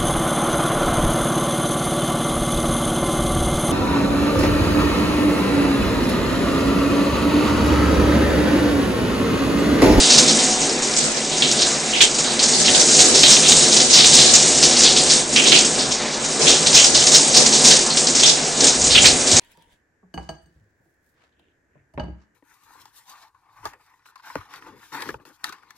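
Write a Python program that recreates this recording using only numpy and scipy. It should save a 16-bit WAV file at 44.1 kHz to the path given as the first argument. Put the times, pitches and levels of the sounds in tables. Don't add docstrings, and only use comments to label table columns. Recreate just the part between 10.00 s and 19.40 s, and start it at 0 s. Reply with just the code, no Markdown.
import sys
import numpy as np
from scipy import signal
from scipy.fft import rfft, irfft, next_fast_len
from scipy.io import wavfile
from scipy.ndimage import uniform_filter1d

SR = 44100
rng = np.random.default_rng(int(sys.argv[2]) if len(sys.argv) > 2 else 0)


def log_audio(samples):
    frames = np.atleast_2d(samples).T
    limited = np.clip(frames, -1, 1)
    pcm = np.round(limited * 32767).astype(np.int16)
    wavfile.write(sys.argv[1], SR, pcm)


def rack_gain(trim_db):
    fader = np.asarray(trim_db, float)
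    return 10 ** (fader / 20)


N = 414423
SPOTS = 5


def unit(x):
    return x / np.sqrt(np.mean(x ** 2) + 1e-20)


def in_time(rows):
    s, *columns = np.transpose(rows)
    return [np.interp(np.arange(N) / SR, s, column) for column in columns]


def at_hz(points, hz):
    known_hz, values = np.array(points).T[:2]
    return np.interp(np.log(np.maximum(hz, 1)), np.log(known_hz), values)


def colour(x, gain_of_hz):
    size = next_fast_len(x.shape[-1])
    hz = np.arange(size // 2 + 1) * SR / size
    return irfft(rfft(x, size) * gain_of_hz(hz), size)[..., :x.shape[-1]]


def resonance(x, hz, width_hz):
    r = np.exp(-np.pi * width_hz / SR)
    gain = (1 - r * r) / 2
    return signal.lfilter([gain, 0, -gain], [1, -2 * r * np.cos(2 * np.pi * hz / SR), r * r], x)


def drift(rate_hz):
    r = np.exp(-80 * np.pi * rate_hz / SR)
    slow = signal.lfilter([1], [1, -2 * r, r * r], rng.standard_normal(N // 40 + 2002))[2000:]
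    return np.interp(np.arange(N) / 40, np.arange(len(slow)), unit(slow))


def stereo(mid, side):
    # frequency_hz, left_right_likeness
    coherence = [(60, 0.93), (300, 1), (700, 0.89), (1300, 0.55), (2300, 0.21), (3500, 0.45), (6000, 0.5)]
    alike = lambda hz: np.clip(at_hz(coherence, hz), 0, 1)
    mid = colour(mid, lambda hz: np.sqrt(.5 + .5 * alike(hz)))
    side = colour(side, lambda hz: np.sqrt(.5 - .5 * alike(hz)))
    return np.array([mid + side, mid - side])


def runoff():
    # time_s, flow_db, drop_weight_db
    flow_rows = [(0.0, -16.5, 4), (0.23, -16, -2), (0.6, -22, -1.5), (1.28, -26.5, 0.5), (1.54, -21, 2.5),
                 (1.75, -27, 0), (2.33, -23.5, 0), (2.88, -13.5, -2.5), (4.06, -13.5, -0.5),
                 (5.78, -19.5, -2.5), (5.99, -32, 4.5), (6.25, -27, 0), (6.67, -16.5, -2.5),
                 (7.64, -15, -1), (7.77, -18, -5), (8.64, -22, 0.5), (8.84, -17.5, -8.5), (9.4, -22, 1.5)]
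    # peak_s, gain_db, length_s
    squeezes = [(0.218, 2.5, 0.23), (0.65, 1.5, 0.062), (2.1, -1, 0.051), (2.708, 3.5, 0.067),
                (3.08, 1, 0.19), (3.47, 0.5, 0.2), (3.882, -3.5, 0.063), (4.203, 2, 0.047),
                (4.455, 1, 0.061), (4.658, 2.5, 0.1), (5.252, -7, 0.047), (5.532, 3, 0.13),
                (6.455, 5, 0.087), (6.91, -0.5, 0.017), (7.393, 2.5, 0.046), (7.687, 5, .1),
                (7.92, -3, .05), (8.525, -2.5, 0.046), (8.635, 6.5, 0.048), (9.055, 5.5, 0.1),
                (9.347, 4, 0.12)]
    # mean_level_db, share of the flow's swing, share of the weight, share of a gush
    layers = [(-32, 0.12, .3, 1.1),
              (-26.5, 0.95, 2, 1.23),
              (-18, 0.94, 0.1, 0.92),
              (-23.5, 0.42, 0.32, 1)]
    flow_db, weight_db = in_time(flow_rows)
    t = np.arange(0, N + 64, 64) / SR
    gush_db = 0
    for s, db, length in squeezes:
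        width = length * np.where(t < s, 0.57, 1)
        gush_db = gush_db + db * np.exp(-((t - s) / width) ** 2)
    gush_db = np.interp(np.arange(N) / SR, t, gush_db)
    return [db + swing * (flow_db - flow_db.mean()) + heavy * weight_db + surge * gush_db
            for db, swing, heavy, surge in layers]


def splats(trim_db, climb, attack_share, ragged_db):
    # start_s, level_db, pitch_hz, t60_s (limited
    gobs = [(.387, -10.5, 4130, .2), (1.4214, -10.5, 3490, 0.5), (1.924, -12.5, 2830, 0.6),
            (2.005, 2.5, 3166, 0.2), (2.238, -14, 4100, 0.6), (2.679, -4.5, 3105, 0.1),
            (2.744, -4.5, 3960, .15), (2.989, -5, 4190, .2), (3.228, -2, 3560, .4),
            (3.365, -2, 3516, -0.5), (3.797, -6, 4290, .15), (3.965, -0.5, 3934, 3),
            (4.041, -2, 3924, 0), (4.173, -2.5, 4196, 0.5), (4.837, -1.5, 3960, 0.5),
            (4.958, -5, 4210, 0.4), (5.355, -5, 2700, 0.5), (5.45, -6.5, 3630, .5),
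            (5.516, -6, 2754, 0.7), (5.555, -2, 4175, 0.2), (6.46, -6, 3315, 2),
            (6.661, -5, 4210, 0.2), (6.762, -5, 2920, .3), (7.014, -12, 3050, -0.6),
            (8.227, -8.5, 3324, 0.4), (8.291, -9, 3930, 0), (8.898, -4.5, 4226, 0.8),
            (8.946, -3, 3090, 0.25), (8.975, -5.5, 2900, 0.25), (9.04, -4, 2410, 0.24),
            (.095, -1, 5160, 0.37), (0.275, -5.5, 5130, 0.41), (1.614, -8, 4940, 0.25),
                   (2.386, -9, 4510, 0.36), (2.645, -4.5, 4530, 0.29), (3.139, -4.5, 5250, 0.78),
                   (3.304, -1, 5110, 0.34), (3.723, -3.5, 5170, 0.1), (3.928, 1.5, 5120, 0.34),
                   (4.623, 0, 5250, .3), (4.763, -5, 4880, 0.14), (4.787, -3.5, 5420, .55),
                   (5.097, -4, 4910, 0.38), (5.466, -5.5, 5520, .4), (5.786, -9.5, 4480, .3),
                   (5.905, -10.5, 5620, 0.36), (6.475, -2.5, 5610, .59), (6.742, 1, 5745, 0.6),
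                   (6.728, -3, 5320, .3), (6.942, -5, 4550, .3), (7.143, 2.5, 5360, 0.23),
                   (7.335, -3.5, 4824, 0.68), (7.52, -3.5, 5550, 0.36), (7.639, 0.5, 5570, 0.67),
                   (7.704, -1.5, 4830, 0.31), (7.969, -9.5, 5220, 0.27), (8.066, -10.5, 5040, 0.24),
                   (8.253, -3.5, 5230, 0.44), (8.664, -4, 5380, 0.33), (9.047, 1.5, 4500, 0.26),
                   (9.31, -6.5, 5310, 0.27),
            (.178, 1.5, 5840, 0.21), (.613, -11.5, 6360, 0.22), (.963, -8.5, 6940, 0.35),
                  (1.511, -8, 5920, .15), (1.661, -10.5, 6820, 0.31), (2.012, -2.5, 6990, 0.3),
                  (2.181, -7, 6500, 0.26), (2.419, -6, 6040, 0.38), (2.792, -5, 5870, 0.33),
                  (2.938, -4, 6400, 0.33), (2.989, 2.5, 6550, 0.25), (3.274, 0.5, 6840, .55),
                  (3.478, -1, 6730, .48), (3.763, 0, 5570, 0.14), (4.055, 1, 6910, 0.28),
                  (4.137, -0.5, 6770, .55), (4.334, 0.5, 5930, 0.42), (5.321, -12, 6030, 0.44),
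                  (5.585, -3, 6190, 0.14), (5.646, -5.5, 6480, 0.11), (6.839, 0, 5920, 0.15),
                  (7.064, -4.5, 5910, 0.27), (7.115, -0.5, 6410, 0.34), (7.459, -1.5, 6010, 0.15),
                  (8.148, -6.5, 6360, 0.45), (8.602, -10, 5260, 0.23), (8.64, -3, 7410, 0.19),
                  (8.836, -8.5, 6920, 0.36), (9.015, -4.5, 7030, 0.65), (9.364, 0, 6550, 0.29)]
    # start_s, level_db, pitch_hz
    drip_rows = [(0.05, -22, 5700), (.13, -5, 4810), (.432, -10, 6900), (.685, -20, 5200),
                 (.819, -12, 6870), (.998, -17, 4200), (1.036, -11, 7350), (1.311, -16, 3830),
                 (1.366, -12, 6370), (1.585, -11, 4500), (1.701, -13.5, 6340), (1.97, -16, 4020),
                 (2.141, -13.5, 6400), (2.478, -9, 6940), (2.529, -13, 4770), (2.595, -8, 6400),
                 (3.17, -8.5, 5160), (3.559, -2, 7420), (3.627, -9, 5270), (3.899, -5.5, 5940),
                 (4.28, -9.5, 4150), (5.059, -14, 4860), (6.238, -14, 6370), (6.41, -10, 5300),
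                 (6.989, -7, 5510), (7.364, -10, 6000), (7.899, -15, 4160), (8.194, -9, 5020),
                 (8.804, -17, 6470), (9.262, -7, 7030)]
    # start_s, level_db, pitch_hz, t60_s (limited
    further_gobs = [(1.215, -19.5, 3100, -0.2), (1.617, -14, 3900, .3), (3.43, -8, 3286, 3),
                    (3.52, -2, 3600, -0.47), (4.115, -7, 4330, 1), (4.2, -4, 6500, -0.9),
                    (4.24, -10, 4200, .4), (5.36, -2, 4800, 0.1), (6.945, -3.5, 6800, .2),
                    (7.97, -8, 3085, -0.3), (7.975, -7.5, 7520, 0.5), (8.031, -27, 3170, -1),
                    (8.81, -9, 6820, .2), (8.868, -8, 7140, .25), (6.789, -13, 2780, .4), (4.96, -8, 7580, 1),
                    (5.062, -12, 7200, 0.5), (5.098, -6.5, 7860, 0.5), (5.12, -8, 4700, 0),
                    (5.165, -9, 7280, -0.5), (8.197, -10, 7500, 1.3), (8.258, -8, 7320, 0.5),
                    (6.985, -11, 4290, .25), (.935, -14, 4820, 0), (1.165, -16, 5200, .2),
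                    (7.79, -11, 6020, 0)]
    # start_s, level_db, pitch_hz
    slap_rows = [(0.185, 3, 4510), (0.281, -2, 4200), (1.4217, 1.5, 3480), (1.6182, -1, 5260),
                 (1.6641, -5, 6170), (3.147, -4, 4480), (3.2326, 7, 4640), (3.4885, 4, 7000),
                 (3.8026, 3, 4640), (4.044, 4, 4180), (4.3358, 4, 6080), (4.7636, -2, 4870),
                 (4.8355, 7, 5660), (4.9661, -2, 3550), (5.0983, 0, 5020), (5.3623, -3.5, 2510),
                 (5.4734, 0, 6450), (5.5196, 7, 3450), (5.6494, -8, 6600), (6.6677, -0.5, 5820),
                 (6.7468, 6, 5180), (6.9496, 0, 4070), (7.0683, 0, 5860), (7.1404, 6, 5420),
                 (7.3682, 5, 5020), (7.71, 3, 4020), (7.7624, 3, 6660), (7.9714, 0.5, 7130),
                 (8.0691, -2, 6130), (8.1496, -1, 6000), (8.1953, 0, 6020), (8.2327, 6, 6640),
                 (8.2967, 0, 4420), (8.6047, -1, 5880), (8.6687, 4, 6280), (8.867, -1, 6600),
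                 (8.9144, -3, 4080), (8.9535, 3.5, 3080), (8.9776, 5.5, 2910), (9.0193, -3, 6520),
                 (9.3127, 4.5, 7090)]
    drips = [(s, db, hz, 0.29) for s, db, hz in drip_rows]
    slaps = [(s - .0008, db - 6, hz, 0.074) for s, db, hz in slap_rows]
    out, t = np.zeros((2, N + SR)), np.arange(SR // 4) / SR
    mist_filter = signal.butter(2, 6500, "high", fs=SR, output="sos")
    for s, level_db, hz, t60 in gobs + drips + further_gobs + slaps:
        octaves = 0.8 + 0.28 * np.log2(hz / 5000) + 0.0048 * (level_db + 4.5)
        noise = rng.standard_normal((3, 2, len(t)))
        r = np.exp(-np.pi * 1.6 * hz * np.clip(octaves, .08, 1.5) * np.log(2) / SR)
        flutter = signal.lfilter([1], np.poly([r, r, r]), noise[0] + 1j * noise[1])
        pitch_hz = hz * (1 + climb * (1 - np.exp(-t / 0.02995)))
        body = unit(np.real(flutter * np.exp(2j * np.pi * np.cumsum(pitch_hz) / SR)))
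        body = body + rack_gain(-6) * unit(signal.sosfilt(mist_filter, noise[0]))
        roughness = unit(uniform_filter1d(noise[2, 0], size=160))
        ragged = rack_gain(ragged_db * roughness * np.exp(-t / 0.095))
        t60 = np.clip(t60, .05, .6)
        attack = 1 - np.exp(-t / (attack_share * t60))
        fade = rack_gain(-60 * t / t60) * np.cos(2 * np.pi * t) * attack
        start = round(s * SR)
        out[:, start:start + len(t)] += rack_gain(level_db + trim_db) * body * ragged * fade
    return stereo(*out[:, :N])


def patter(level_db, low_hz, high_hz, per_s, spread_db, cycles):
    drop_db = np.clip(spread_db, 0, 4.5) * np.minimum(rng.exponential(1, N), 4)
    sizes = rack_gain(drop_db) * rng.choice([-1, 1], N)
    chance, dealt, out = rng.random(N), rng.integers(0, 2 * SPOTS, N), np.zeros((SPOTS, N))
    odds = [per_s * rack_gain(4 * drift(9)) / SR for spot in range(SPOTS)]
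    for k, hz in enumerate(np.geomspace(low_hz, high_hz, 2 * SPOTS)):
        lands = (chance < odds[k // 2]) & (dealt == k)
        out[k % SPOTS] += unit(resonance(sizes * lands + 1e-18, hz, 2.18 * hz / cycles))
    return rack_gain(level_db) * unit(out) / np.sqrt(SPOTS)


def plinks():
    # start_s, level_db, pitch_hz, t60_s (limited below)
    lone_drops = [(.695, -17, 5200, -1), (1.935, -13, 2800, -0.7), (2.15, -21, 4650, .15),
                  (2.395, -14, 4260, -0.5), (2.535, -18, 4540, 0.5), (7.018, -12.5, 3070, 0),
                  (7.903, -16.5, 4300, .25), (8.068, -12.5, 4670, -0.5), (8.23, -10.5, 3470, 0.3),
                  (8.605, -13, 5600, -1.3), (8.84, -10.5, 7100, .15), (9.018, -12, 7000, .15)]
    out, t = np.zeros((2, N + SR)), np.arange(SR // 4) / SR
    for s, level_db, hz, t60 in lone_drops:
        width_hz = .14 * hz
        noise = rng.standard_normal((2, len(t)))
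        ring = unit(resonance(resonance(noise, hz, width_hz), hz, width_hz))
        start = round(s * SR)
        out[:, start:start + len(t)] += rack_gain(level_db - 60 * t / np.clip(t60, .05, .4)) * ring
    return stereo(*out[:, :N])


def jets(patchy_db):
    # frequency_hz, density_db_per_hz
    hiss_spectrum = [(410, -14), (700, 7), (740, 9), (1310, 3.5), (2570, -15), (7140, 0.5), (8740, -2),
                     (9560, -6), (10200, -14), (13300, -44), (22000, -120)]
    hiss = colour(rng.standard_normal((2, N)), lambda hz: rack_gain(at_hz(hiss_spectrum, hz)))
    out = 0
    for centre in 700 * 2 ** np.arange(0, 4.1, .5):
        def region(hz):
            octaves = np.log2(np.clip(hz, 700, 11200) / centre)
            return np.cos(np.pi * np.clip(octaves, -.5, .5)) ** 2
        out = out + rack_gain(patchy_db * drift(4.2)) * colour(hiss, region)
    return rack_gain(-29.5 + drift(12.0)) * unit(stereo(*out))


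def tub(level_db):
    # mode_hz, width_hz, level_db
    mode_rows = [(58.3, 12, -35), (75.7, 10.3, -10), (121, 20, -26), (139.8, 14.4, -5.5), (160.3, 11, -2),
                 (195, 35, -18.5), (219.2, 13.6, 0.5), (249.5, 14.7, 0), (283, 15.6, -1.5),
                 (315, 13.3, -7.5), (346.4, 17.7, -0.5), (373, 18.3, -4.5), (397.8, 14, -2),
                 (438, 18.3, -2.5), (463.7, 20, -5), (503.3, 17.3, -0.5), (552.5, 34, -8.5), (603, 42, -4),
                 (690, 30, -13), (742, 9.1, 1.5), (810, 346, -13.5)]
    # peak_s, level_db, centre_hz, length_s
    boom_rows = [
        (0.252, -28, 216, 0.21),
        (0.69, -33, 330, 0.11),
        (3.098, -30, 430, 0.11),
        (3.5, -39, 258, 0.13),
        (4.202, -31, 150, 0.073),
        (4.795, -54, 580, 0.13),
        (5.496, -37, 330, 0.18),
        (6.47, -29.5, 400, 0.092),
        (7.4, -34, 457, 0.08),
    ]

    def modes(f):
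        peak = lambda hz, w: 1.5j * f * w / (hz ** 2 - f ** 2 + 1.5j * f * w)
        return sum(rack_gain(db) * peak(hz, w) ** 2 * (-1) ** k for k, (hz, w, db) in enumerate(mode_rows))

    drum = unit(stereo(*colour(rng.standard_normal((2, N)), modes)))
    out, t = rack_gain(level_db) * drum, np.arange(N) / SR
    for s, db, hz, length in boom_rows:
        near = slice(max(0, int((s - 3 * length) * SR)), int((s + 3 * length) * SR))
        swell = np.exp(-((t[near] - s) / length) ** 2)
        out[:, near] += rack_gain(db) * unit(resonance(drum[:, near], hz, .4 * hz)) * swell
    return out


def tiles(x, direct_db, build_s):
    # frequency_hz, t60_s
    decay_times = [(300, 0.71), (2000, 0.31), (5000, 0.22), (9000, 0.064)]
    t, edges, tail = np.arange(SR // 2) / SR, 400 * 2 ** np.arange(0, 5.1, .5), 0
    for low, high in zip(edges, edges[1:]):
        white = rng.standard_normal((2, SPOTS, len(t)))
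        band = signal.sosfilt(signal.butter(2, [low, high], "band", fs=SR, output="sos"), white)
        t60 = at_hz(decay_times, np.sqrt(low * high))
        early = (1 + 0.66 * np.exp(-t / 0.0072)) * (1 - np.exp(-t / build_s))
        tail = tail + band * rack_gain(-60 * t / t60) * early / np.sqrt(t60)
    tail = tail / np.sqrt(np.sum(tail ** 2, axis=2, keepdims=True))
    tail[..., 0] += rack_gain(direct_db)
    x = np.hstack([x[:, SR // 4:0:-1], x])
    size = next_fast_len(x.shape[1] + len(t))
    wet = irfft(np.sum(rfft(x, size) * rfft(tail, size), axis=1), size)
    return stereo(*wet[:, SR // 4:SR // 4 + N])


def handling():
    # time_s, level_db
    rumble_rows = [
        (8.65, -71),
        (8.8, -34),
        (9.0, -26.5),
        (9.2, -41.5),
        (9.4, -45),
    ]
    # centre_s, peak_db, pitch_hz
    bump_rows = [
        (8.96, -22.5, 91),
        (9.347, -18, 97.5),
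    ]
    band = signal.butter(2, [40, 95], "band", fs=SR, output="sos")
    low = signal.sosfilt(band, rng.standard_normal((2, N)))
    shake = resonance(resonance(rng.standard_normal((2, N)), 22, 19), 22, 19)
    t = np.arange(N) / SR
    bumps = sum(rack_gain(db) * np.sin(2 * np.pi * hz * (t - s)) * np.exp(-((t - s) / 0.014) ** 2)
                for s, db, hz in bump_rows)
    rumble = rack_gain(in_time(rumble_rows)[0]) * unit(stereo(*low))
    return rumble + rack_gain(-51.0) * unit(stereo(*shake)) + bumps


def joint_stereo(x):
    open_starts = [.97, 1.05, 1.12, 1.97, 2.55, 2.73, 3.05, 3.84, 4.26, 5.51, 6.4, 6.87, 7.38, 8.26]
    # start_s, length_s, edge_hz
    narrow_spans = [
        (1.51, .06, 3000),
        (4.39, .62, 2750),
        (5.96, .12, 500),
        (6.08, .1, 2000),
        (8.43, .1, 2700),
        (9.36, .1, 3000),
    ]
    # frequency_hz, readiness to drop a band
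    hole_readiness = [(150, 1.3), (500, 1.6), (750, .2), (1500, .35), (2200, .1), (3000, -1.5)]
    hz, s, side = signal.stft((x[0] - x[1]) / 2, SR, nperseg=2048)
    edge_hz = np.full(len(s), 4000)
    for start, length, edge in narrow_spans + [(start, .085, SR) for start in open_starts]:
        edge_hz[(s >= start) & (s < start + length)] = edge
    worth = rng.standard_normal((len(hz) // 4 + 1, len(s))) + .7 * rng.standard_normal(len(s))
    worth = np.repeat(unit(uniform_filter1d(worth, size=6)), 4, axis=0)[:len(hz)]
    worthy = worth > at_hz(hole_readiness, hz)[:, None]
    kept = (hz[:, None] < edge_hz) & (worthy | (edge_hz == SR))
    side = signal.istft(side * kept, SR, nperseg=2048)[1][:N]
    return x.mean(0) + side * [[1], [-1]]


def top_edge(x):
    # start_s, length_s, edge_hz
    lifts = [(.17, .07, 11500), (.78, .07, 11300), (.93, .05, 11200), (1.47, .08, 11500), (2.0, .05, 11500),
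             (2.98, .07, 11500), (3.18, .2, 11500), (3.46, .08, 11500), (4.13, .08, 11300),
             (6.72, .09, 11500), (7.1, .08, 11500), (7.48, .05, 11200), (7.62, .1, 11500),
             (9.28, .08, 11500)]
    hz, s, frames = signal.stft(x, SR, nperseg=2048)
    edge_hz = 10330 + 170 * unit(uniform_filter1d(rng.standard_normal(len(s)), size=3))
    for start, length, edge in lifts:
        edge_hz[(s >= start) & (s < start + length)] = edge
    return signal.istft(frames * (hz[:, None] < edge_hz), SR, nperseg=2048)[1][:, :N]


def scene():
    # low_hz, high_hz
    drop_ranges = [
        (1500, 2640),
        (3300, 5800),
        (5500, 15500),
    ]
    big_db, middle_db, fine_db, tub_db = runoff()
    drops = patter(big_db, *drop_ranges[0], per_s=400, spread_db=2.0, cycles=9.6)
    drops += patter(middle_db, *drop_ranges[1], per_s=1200, spread_db=3.0, cycles=8.4)
    drops += patter(fine_db, *drop_ranges[2], per_s=2500, spread_db=8.5, cycles=5.1)
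    water = tiles(drops, direct_db=-5.0, build_s=0.00068) + jets(patchy_db=2.5) + plinks()
    water += splats(trim_db=-3.5, climb=.06, attack_share=0.02, ragged_db=2.2)

    def lean(hz):
        octaves = np.log2(np.maximum(hz, 1) / 2800)
        return rack_gain(2.5 / 2 * np.exp(-octaves ** 2) * [[-1], [1]])

    return colour(water, lean) + tub(tub_db) + handling()


def low_pass(x):
    return signal.sosfilt(signal.butter(12, 11600, fs=SR, output="sos"), x)


def record(dry):
    # frequency_hz, gain_db
    mic_response = [(2000, -1.5), (7000, 0), (8500, -3.5), (9300, -10), (9900, -17), (10400, -24.5),
                    (11600, -23)]
    picked_up = colour(dry, lambda hz: rack_gain(at_hz(mic_response, hz)))
    heard = top_edge(joint_stereo(picked_up))
    return low_pass(np.clip(heard, -1, 1))


dry = scene()
out = record(dry)
log_audio(out)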